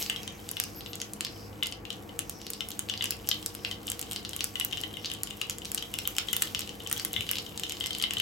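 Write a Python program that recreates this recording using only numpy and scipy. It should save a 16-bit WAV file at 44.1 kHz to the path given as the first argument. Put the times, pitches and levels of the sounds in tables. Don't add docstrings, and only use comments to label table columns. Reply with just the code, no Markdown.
import sys
import numpy as np
from scipy import signal
from scipy.fft import rfft, irfft, next_fast_len
from scipy.io import wavfile
from scipy.ndimage import map_coordinates

SR = 44100
rng = np.random.default_rng(int(sys.argv[2]) if len(sys.argv) > 2 else 0)


def int16_out(signal):
    q = np.round(np.clip(np.atleast_2d(signal).T, -1, 1) * 32767)
    wavfile.write(sys.argv[1], SR, q.astype(np.int16))


N = 362061
TOP_HZ = 16100
POP_SAMPLES = 1024
LEVEL_S = .005


def amp(db):
    return 10 ** (np.asarray(db) / 20)


def unit(x):
    return x / np.sqrt(np.mean(x ** 2) + 1e-20)


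def burst(x):
    energy = np.sum(x ** 2, -1, keepdims=True)
    return x * np.sqrt(LEVEL_S * SR / (energy + 1e-20))


def along(points, hz):
    f, v = np.transpose(points)
    return np.interp(np.log(hz + 1), np.log(f), v)


def wobble(knots_per_s):
    knots = rng.standard_normal(int(N * knots_per_s / SR) + 4)
    return map_coordinates(knots, [np.arange(N) * knots_per_s / SR])


def filtered(x, response):
    size = x.shape[-1]
    m = next_fast_len(size + size // 8)
    return irfft(rfft(x, m) * response(np.fft.rfftfreq(m, 1 / SR)), m)[..., :size]


def resonance(f, centre_hz, q):
    damping = 1j * f * centre_hz / q
    return damping / (centre_hz ** 2 - f ** 2 + damping)


def decay(t, t60):
    return amp(-60 * t / t60)


def placed(times_s, sounds):
    index = np.round(np.abs(times_s) * SR).astype(int) + np.arange(sounds.shape[1])
    return np.bincount(index.ravel(), sounds.ravel(), N)[:N]


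def from_pan(x, lag_s=0.0002, above_hz=7200):
    def late(f):
        return np.exp(-2j * np.pi * lag_s * np.maximum(f - above_hz, 0))
    return np.array([filtered(x, late), x])


# (frequency [Hz], relative density [dB per Hz])
BURNER_SPECTRUM = [(12, -47), (20, -75), (45, -3), (97, -1.5), (130, -7), (210, -2.5), (240, -8),
                   (315, -0.5), (374, -8), (471, -6.5), (617, -14.5), (765, -7.5), (857, -13),
                   (1710, -20.5), (2000, -21.5), (2600, -25), (4400, -120)]
# (frequency [Hz], correlation [1])
BURNER_CORRELATION = [(60, 0.96), (100, 0.95), (170, 0.62), (450, 0.67), (750, 0.016), (2000, 0.019)]
# (frequency [Hz], level before hum_db and tilt [dB])
HUM_PARTIALS = [(102.8, -55), (154.3, -61.5), (208, -56), (310, -65), (470, -58.5), (512, -65.5),
                (678, -69.5), (1133, -67)]
ROAR_WAVER_DB, HUM_WAVER_DB = .8, 2.3


def stove(roar_db=-47.0, hum_db=-1, waver_rad=0.98):
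    t = np.arange(N) / SR

    def mid_side(f):
        turn = np.arccos(np.clip(along(BURNER_CORRELATION, f), -1, 1)) / 2
        return amp(along(BURNER_SPECTRUM, f)) * [np.cos(turn), np.sin(turn)]
    mid, side = filtered(rng.standard_normal((2, N)), mid_side)
    roar = amp(roar_db + ROAR_WAVER_DB * wobble(4.0)) * unit(np.array([mid + side, mid - side]))
    hum = np.zeros(N)
    for hz, db in HUM_PARTIALS:
        swell = amp(HUM_WAVER_DB * wobble(6))
        drift = waver_rad * np.sqrt(hz / 250) * wobble(12)
        hum += amp(db + hum_db) * unit(swell * np.sin(2 * np.pi * hz * t + drift))

    def tilt(f):
        return amp(np.array([[.5], [-.5]]) * along([(90, -1.4), (250, 1.9)], f))
    return filtered(roar + hum, tilt)


def thud(s=7.19, db=-44, width_s=.06, hz=100):
    rumble = unit(filtered(rng.standard_normal(N), lambda f: resonance(f, hz, 2.8) ** 2))
    return amp(db) * rumble * np.exp(-((np.arange(N) / SR - s) / width_s) ** 2)


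# (time [s], relative level [dB])
FRYING_LEVEL = [(0, -40.5), (.15, -58), (.75, -59.5), (1.8, -64.5), (3.2, -58.5), (3.75, -59.5), (4.3, -57),
                (5.5, -59.5), (6.5, -53.5), (6.78, -58.5), (7, -56.5), (8.2, -57)]


def frying(s):
    return np.interp(s, *np.transpose(FRYING_LEVEL))


# (frequency [Hz], relative density [dB per Hz])
FIZZ_SPECTRUM = [(700, 8), (1500, -3), (2300, 12.5), (3000, 10), (4200, 9), (5400, 10.5), (7000, 9.5),
                 (11000, 11), (15500, 11)]
FIZZ_WAVER_DB, FIZZ_WAVER_KNOTS_PER_S = 1.8, 13


def oil(bubbles_per_s=900, size_db=4, grain_db=-2, fizz_db=6.5, wide_db=-7):
    level_db = frying(np.arange(N) / SR) + FIZZ_WAVER_DB * wobble(FIZZ_WAVER_KNOTS_PER_S)
    sizes = amp(size_db * np.minimum(rng.exponential(size=N), 4)) * rng.choice([-1, 1], N)
    bubbles = unit(sizes * (rng.random(N) < bubbles_per_s / SR))
    pair = from_pan(amp(grain_db) * bubbles + rng.standard_normal(N))
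    pair = pair + amp(wide_db) * rng.standard_normal((2, N))
    fizz = unit(filtered(pair, lambda f: amp(along(FIZZ_SPECTRUM, f))))
    return amp(level_db + fizz_db) * fizz


# (start [s], length [s], starting pitch [Hz], level at mid-length [dB])
HISSES_AND_RINGING_POPS = [(-.05, 0.097, 12600, -40.5), (-.03, 0.43, 2664, -55.5), (0.166, 0.22, 6470, -59),
                           (0.481, 0.26, 5720, -55.5), (0.751, .06, 12800, -46.5), (0.872, .06, 12600, -51),
                           (0.72, 0.17, 5170, -57), (1.249, 0.25, 5400, -57), (2.23, 0.42, 5800, -57.5),
                           (3.472, 0.29, 5420, -60.5), (4.937, 0.15, 5520, -60), (5.045, 0.026, 4500, -41),
                           (6.983, 0.028, 4380, -44)]
SINK_OCTAVES_PER_S = .3


def hisses_and_ringing_pops(width_hz=600):
    t, out = np.arange(N) / SR, np.zeros(N)
    flutter = unit(filtered(rng.standard_normal((2, N)), lambda f: 1 / (1 + (f / width_hz) ** 2)))
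    for start_s, length_s, hz, db in HISSES_AND_RINGING_POPS:
        u = np.clip((t - start_s) / length_s, 0, 1)
        sinking_hz = hz * 2 ** (-SINK_OCTAVES_PER_S * length_s * u)
        phase = 2 * np.pi * np.cumsum(sinking_hz) / SR
        band = flutter[0] * np.cos(phase) + flutter[1] * np.sin(phase)
        out += amp(db) * np.sqrt(4 * u * (1 - u)) * band
    return from_pan(out) * amp([[1], [-1]])


# (time [s], pitch [Hz], rms level over LEVEL_S [dB])
BIG_BUBBLES = [(6.1835, 1110, -39), (6.4216, 1560, -40.5), (6.9139, 1410, -38), (7.315, 1540, -41)]


def plops(t60=0.016, q=1.1):
    s, hz, db = np.transpose(BIG_BUBBLES)[:, :, None]
    t = np.arange(POP_SAMPLES) / SR
    noise = decay(t, t60) * rng.standard_normal((len(s), len(t)))
    puff = filtered(noise, lambda f: resonance(f, hz, q) ** 2)
    return placed(s, amp(db) * burst(puff))


def pulse(t, index=7):
    return 1.0 * (np.arange(len(t)) == index)


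SPOT_DB = 3
# (frequency [Hz], width [Hz], relative level [dB])
BOWL_MODES = [(2240, 680, -4), (2870, 540, 11), (3350, 700, -6)]
CLACK_DETUNE = .05


def clacks(s, db):
    t = np.arange(POP_SAMPLES // 2) / SR
    load, spot = np.split(rng.standard_normal((len(s), 2 * len(BOWL_MODES))).T[:, :, None], 2)

    def bowl(f):
        total = 0
        for k, (hz, width_hz, gain_db) in enumerate(BOWL_MODES):
            mode = resonance(f, hz * np.exp(CLACK_DETUNE * load[k]), hz / width_hz)
            total = total + amp(gain_db + SPOT_DB * spot[k]) * mode
        return total
    return placed(s, amp(db) * burst(filtered(pulse(t), bowl)))


def knocks(s, db, centre_hz=1350, t60=0.026, q=1.35):
    t = np.arange(POP_SAMPLES // 2) / SR
    mid, side = decay(t, t60) * rng.standard_normal((2, len(s), len(t)))
    ports = np.array([mid + side / 2, mid - side / 2])
    puff = burst(filtered(ports, lambda f: resonance(f, centre_hz, q) ** 2))
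    return np.array([placed(s, amp(db) * port) for port in puff])


# (frequency [Hz], relative level [dB])
PAN_FLOOR_MODES = [(2070, -21), (3000, 3), (3450, -7)]
# (frequency [Hz], width [Hz], relative level [dB])
PAN_MODES = [(2060, 54, -6.5), (2870, 115, -6.5), (3040, 140, -9), (3430, 62, -2.5), (3960, 96, -7.5)]
RING_DB, RATTLE_T60_S, PAN_DETUNE = -10, .004, .018
PING_VARIES_OCTAVES, CONTACT_OCTAVES_PER_DB = .3, .05


def pings(s, db, contact_db, rise_s=0.0004, left_db=-0.5, right_db=-10.5, scatter=.038, t60=.009):
    t = np.arange(POP_SAMPLES) / SR
    z = rng.standard_normal((len(s), 3 + 2 * len(PAN_MODES)))
    octaves = CONTACT_OCTAVES_PER_DB * contact_db - .5 + PING_VARIES_OCTAVES * z[:, 2:3]
    life = 2 ** np.clip(octaves, -1, .5)
    shape = (1 - np.exp(-t / (rise_s * life ** 2))) * decay(t, t60 * life)
    detune = np.exp(scatter * z[:, :1])
    swing = 0
    for hz, gain_db in PAN_FLOOR_MODES:
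        gain = amp(gain_db + SPOT_DB * rng.standard_normal((len(s), 1)))
        swing = swing + gain * np.exp(2j * np.pi * hz * detune * t)
    load, spot = np.split(z[:, 3:].T[:, :, None], 2)

    def steel(f):
        total = 0
        for k, (hz, width_hz, gain_db) in enumerate(PAN_MODES):
            mode = resonance(f, hz * np.exp(PAN_DETUNE * load[k]), hz / width_hz)
            total = total + (-1) ** k * amp(gain_db + SPOT_DB * spot[k]) * mode
        return total
    rattle = decay(t, RATTLE_T60_S) * rng.standard_normal((2, len(s), len(t)))
    rings = amp(RING_DB) * burst(filtered(rattle, steel))
    turned = swing * np.exp(1j * z[:, 1:2])
    left = amp(left_db) * burst(shape * swing.imag) + rings[0]
    right = amp(right_db) * burst(shape * turned.imag) + rings[1] / 2
    return np.array([placed(s, amp(db) * port) for port in (left, right)])


# (frequency [Hz], gain [dB])
BOWL_COLOUR = [(1800, -9), (4000, 0.5), (4800, 0.5), (5800, -3), (7700, 2), (12000, 0)]
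PULSE_DB, CRACK_T60_S, SPRAY_T60_S, SNAP_Q = -3.5, .0023, .018, .6


def snaps(s, db, hz, spray_db=-19, dull_hz=15000):
    t = np.arange(POP_SAMPLES // 2) / SR
    crack = (1 - np.exp(-t / 0.0001)) * decay(t, CRACK_T60_S)
    spray = amp(spray_db) * decay(t, SPRAY_T60_S)

    def colour(f):
        pitch = resonance(f, hz, SNAP_Q) * resonance(f, hz, 1.0)
        dulling = (f < TOP_HZ) / (1 + (f / dull_hz) ** 4) ** .5
        return pitch * amp(along(BOWL_COLOUR, f)) * dulling
    tearing = burst((crack + spray) * rng.standard_normal((len(s), len(t))))
    split = amp(PULSE_DB) * burst(pulse(t)) + tearing
    return from_pan(placed(s, amp(db) * burst(filtered(split, colour))))


def small_pops(count=400, snap_db=3, ping_db=4, spread_db=1.5, contact_db=5.0,
               pitch_hz=6000, contact_octaves=0.92):
    size, contact = np.clip(rng.standard_normal((count, 2)), -2, 2).T
    s = N / SR * rng.random(count) ** .7
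    db = frying(s) + spread_db * size
    hz = np.clip(pitch_hz * 2 ** (-contact_octaves * contact), 3500, 13000)
    snap = db + snap_db - contact_db * contact
    ping = db + ping_db + contact_db * contact
    return np.column_stack([s, snap, hz, ping])


# (time [s], first-step snap level [dB], snap pitch [Hz], ping level [dB])
LOUD_POPS = [(0.0262, -30, 7850, -52), (0.0628, -36, 5060, -40), (0.0983, -29, 6800, -20),
             (0.1616, -42, 6600, -27), (0.2321, -40, 7200, -43), (0.2774, -37.5, 6040, -30.5),
             (0.49, -33.5, 6300, -40), (0.514, -30.5, 13200, -43), (0.5687, -39, 9200, -27.5),
             (0.6002, -22.5, 9450, -30), (0.6384, -31, 6700, -38), (0.8079, -43, 5800, -40),
             (0.8615, -44.5, 3800, -35), (0.9324, -40, 3920, -33.5), (0.9552, -36, 9350, -58),
             (1.0017, -38, 4100, -42), (1.0164, -30.5, 5700, -30.5), (1.1347, -34, 8800, -65),
             (1.208, -28.5, 6050, -30), (1.2487, -28.5, 4340, -39), (1.2675, -41, 3800, -39),
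             (1.6264, -43, 3570, -19.5), (1.633, -32, 6940, -29), (1.6592, -36, 5300, -46),
             (1.6693, -32.5, 7650, -35.5), (1.7239, -37.5, 6300, -33), (1.8529, -48, 5600, -35.5),
             (1.9041, -38.5, 6600, -28.5), (1.9285, -44, 4780, -45), (2.0929, -53, 4800, -40.5),
             (2.1912, -25.5, 10800, -30), (2.2959, -31, 11200, -47), (2.4161, -43.5, 5700, -47),
             (2.467, -37.5, 5100, -43), (2.5029, -31, 13700, -45), (2.5344, -33, 5900, -60),
             (2.6067, -37.5, 6300, -24), (2.6871, -35, 10500, -51), (2.7052, -37, 13600, -39),
             (2.7168, -37, 3900, -61), (2.7924, -26, 9700, -34), (2.8877, -42, 3800, -36),
             (2.8973, -33.5, 4770, -23), (2.9385, -40, 3820, -30.5), (2.9763, -35.5, 4070, -40),
             (3.0088, -56, 3800, -22.5), (3.0233, -32.5, 5060, -26), (3.0419, -27.5, 9100, -27.5),
             (3.0566, -33, 5800, -31.5), (3.1072, -24.5, 12900, -41), (3.1211, -54, 7300, -32),
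             (3.2739, -40, 7300, -44), (3.2891, -21.5, 12200, -33.5), (3.3139, -28.5, 4380, -20),
             (3.4275, -43.5, 5900, -39), (3.4612, -26, 9750, -58), (3.5507, -35.5, 10900, -42.5),
             (3.6487, -34, 4240, -23.5), (3.713, -37, 5030, -27), (3.7261, -51, 6000, -42),
             (3.8697, -34, 11900, -57), (3.8797, -41, 4600, -28.5), (3.8866, -41, 7500, -40),
             (3.9008, -27.5, 9300, -59), (3.9178, -29.5, 9000, -33.5), (3.9934, -33, 9400, -41),
             (4.0142, -31, 8200, -51), (4.0272, -39, 6800, -36), (4.1124, -33, 7100, -37),
             (4.1204, -34.5, 10000, -36), (4.132, -34, 8840, -39), (4.1617, -32.5, 5400, -31),
             (4.2499, -36, 4020, -32.5), (4.2924, -37, 6900, -46), (4.3096, -50, 7500, -45),
             (4.3329, -40, 6860, -31.5), (4.364, -31, 11200, -42), (4.3916, -52, 9300, -35),
             (4.4074, -30, 5600, -26.5), (4.4422, -24.5, 10400, -39), (4.556, -39.5, 7300, -24.5),
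             (4.5987, -26.5, 11100, -31), (4.6106, -51, 6800, -24), (4.6486, -24, 11600, -55),
             (4.7115, -46, 5200, -36), (4.726, -41, 7200, -29.5), (4.73, -43, 5300, -26),
             (4.7727, -40, 6200, -32), (4.7787, -49, 3800, -32), (4.8047, -44, 5900, -43),
             (4.8134, -35, 9500, -47.0), (4.8362, -43.5, 5500, -25), (4.9396, -51, 7600, -35),
             (4.9699, -45.5, 8300, -30), (5.0462, -37, 4340, -31), (5.0581, -31.5, 3960, -39),
             (5.1006, -42, 5500, -32), (5.1159, -38, 7200, -29.5), (5.1373, -35.5, 10100, -51),
             (5.1484, -46, 6600, -38), (5.2338, -26, 8300, -39.5), (5.2726, -42, 6200, -36),
             (5.3038, -45, 10000, -47), (5.3078, -41, 6840, -33), (5.415, -32, 6560, -23.5),
             (5.4197, -45, 6100, -40), (5.4976, -27, 9900, -33), (5.5088, -39, 6100, -39),
             (5.5841, -36.5, 8650, -42), (5.6186, -54, 5700, -34), (5.6486, -40, 5200, -38),
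             (5.6541, -34.5, 5500, -46), (5.7173, -29.5, 9900, -41), (5.7469, -24, 11900, -45),
             (5.7765, -36, 5000, -30.5), (5.7803, -34.5, 4770, -29), (5.8248, -39.5, 5950, -28.5),
             (5.9398, -31.5, 8350, -29.5), (5.9875, -29.5, 7750, -31), (6.0535, -46, 4400, -28.5),
             (6.0749, -23.5, 10700, -31), (6.1661, -34, 8500, -36), (6.1837, -23.5, 6230, -23),
             (6.2853, -42, 5900, -25.5), (6.3303, -23, 12800, -35), (6.3326, -33, 8200, -23),
             (6.3657, -24.5, 10500, -27.5), (6.4216, -22, 8500, -29), (6.4237, -23, 9500, -29),
             (6.4729, -42, 5500, -35), (6.5483, -30, 5840, -23), (6.5928, -29.5, 8060, -34),
             (6.6068, -35, 9400, -34.5), (6.6178, -38, 4600, -37), (6.6756, -43, 7000, -39),
             (6.6926, -41, 6150, -33.5), (6.8036, -55, 8400, -36), (6.8632, -56, 7400, -30.5),
             (6.8736, -34.5, 7340, -37), (6.8984, -36, 9400, -48), (6.9139, -30, 9400, -35),
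             (6.9272, -22.5, 12500, -33.5), (6.9647, -44, 5000, -33), (6.9725, -41, 9700, -34),
             (6.9782, -34, 9150, -43), (6.9973, -31, 4140, -35), (7.0494, -24.5, 12900, -31),
             (7.1316, -30, 12300, -39), (7.139, -40, 4600, -31), (7.1631, -42, 7700, -21),
             (7.208, -37, 7100, -25), (7.2667, -44, 6500, -38), (7.2909, -35, 6400, -24.5),
             (7.3132, -23.5, 13400, -32), (7.3329, -43, 9100, -27.5), (7.3559, -34, 3800, -37),
             (7.3694, -41, 5200, -32), (7.3846, -31.5, 3800, -34), (7.4645, -47, 6000, -34.5),
             (7.5764, -33, 6300, -41), (7.5968, -33, 9000, -37), (7.635, -32, 4400, -27),
             (7.6663, -51, 5400, -37), (7.696, -32.5, 7100, -41), (7.7076, -59, 5600, -32),
             (7.7217, -33.5, 7100, -31), (7.7697, -44, 4500, -42), (7.8022, -36.5, 10300, -60),
             (7.8085, -42, 7600, -23.5), (7.8226, -47, 6300, -38), (7.8405, -40, 5500, -28),
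             (7.8604, -32, 6600, -30), (7.869, -32.5, 8800, -57), (7.9069, -40, 5700, -26.5),
             (7.9311, -35, 4700, -52), (7.9498, -36.5, 6740, -30), (7.9845, -35, 9900, -50),
             (7.999, -40, 5800, -30), (8.0149, -37, 3800, -31.5), (8.0247, -27, 6030, -29.5),
             (8.0388, -43, 4900, -17), (8.1084, -33, 7550, -24.5), (8.136, -32.5, 9100, -32),
             (8.1695, -41, 6800, -22.5), (8.1834, -35, 3820, -43), (8.1998, -31, 6330, -20)]
KNOCK_UNDER_SNAP_DB, KNOCK_UNDER_PING_DB, KNOCK_SCATTER_DB = -18, -21, -0.5
KNOCK_GROWTH = 1.132
CLACK_DB = -4
SPLIT_GAP_S, SPLIT_DB, SPLIT_SCATTER_DB = .0014, -11, 2


def seeds():
    s, snap_db, snap_hz, ping_db = np.vstack([LOUD_POPS, small_pops()]).T[:, :, None]
    gap, second, puff = np.clip(rng.standard_normal((len(s), 3)), -2, 2).T[:, :, None]
    first_step = snaps(s, snap_db, snap_hz)
    second_s = s + SPLIT_GAP_S * 2 ** (gap / 2)
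    second_step = snaps(second_s, snap_db + SPLIT_DB + SPLIT_SCATTER_DB * second, snap_hz)
    strength = amp(snap_db + KNOCK_UNDER_SNAP_DB) + amp(ping_db + KNOCK_UNDER_PING_DB)
    strength_db = 20 * np.log10(strength)
    knock_db = KNOCK_GROWTH * strength_db + KNOCK_SCATTER_DB * puff
    ping = pings(s, ping_db, ping_db - snap_db)
    return first_step + second_step + ping + knocks(s, knock_db) + clacks(s, strength_db + CLACK_DB)


# (frequency [Hz], t60 [s])
TAIL_T60 = [(300, 0.41), (2600, 0.23), (7000, 0.2), (15000, 0.16)]
# (frequency [Hz], reflected level [dB])
WALL_COLOUR = [(1500, 3), (3000, 2), (5500, 5.5), (8000, -6.5), (15000, -7.5)]
ECHOES_S, ECHO_SCATTER = (.006, .0135, .031), .08
TAIL_DB, TAIL_BUILD_S = -7, .006


def room_answer(walls_db=-14):
    hz, t, z = signal.stft(rng.standard_normal((2, SR // 3)), SR, nperseg=256)
    envelope = (1 - np.exp(-t / TAIL_BUILD_S)) * decay(t, along(TAIL_T60, hz)[:, None])
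    tail = signal.istft(z * envelope, SR, nperseg=256)[1]
    answer = amp(TAIL_DB) * tail / np.linalg.norm(tail[0])
    for side in answer:
        delay_s = np.array(ECHOES_S) * np.exp(ECHO_SCATTER * rng.standard_normal(len(ECHOES_S)))
        side[(delay_s * SR).astype(int)] += amp(walls_db) * np.sqrt(delay_s[0] / delay_s)
    return filtered(answer, lambda f: amp(along(WALL_COLOUR, f)))


def kitchen(x, count=32):
    out = np.zeros((2, N + SR))
    for span in np.array_split(np.arange(N), count):
        straight = signal.fftconvolve(x[:, span], room_answer(), axes=1)
        crossed = signal.fftconvolve(x[::-1, span], room_answer(), axes=1)
        wet = straight + crossed
        out[:, span[0]:span[0] + wet.shape[1]] += wet / np.sqrt(2)
    return out[:, :N]


def scene():
    pan = seeds() + plops() + hisses_and_ringing_pops()
    return pan + kitchen(pan) + oil() + stove() + thud()


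def record(dry):
    return filtered(dry, lambda f: 1 / np.sqrt(1 + (f / TOP_HZ) ** 160))


dry = scene()
out = record(dry)
int16_out(out)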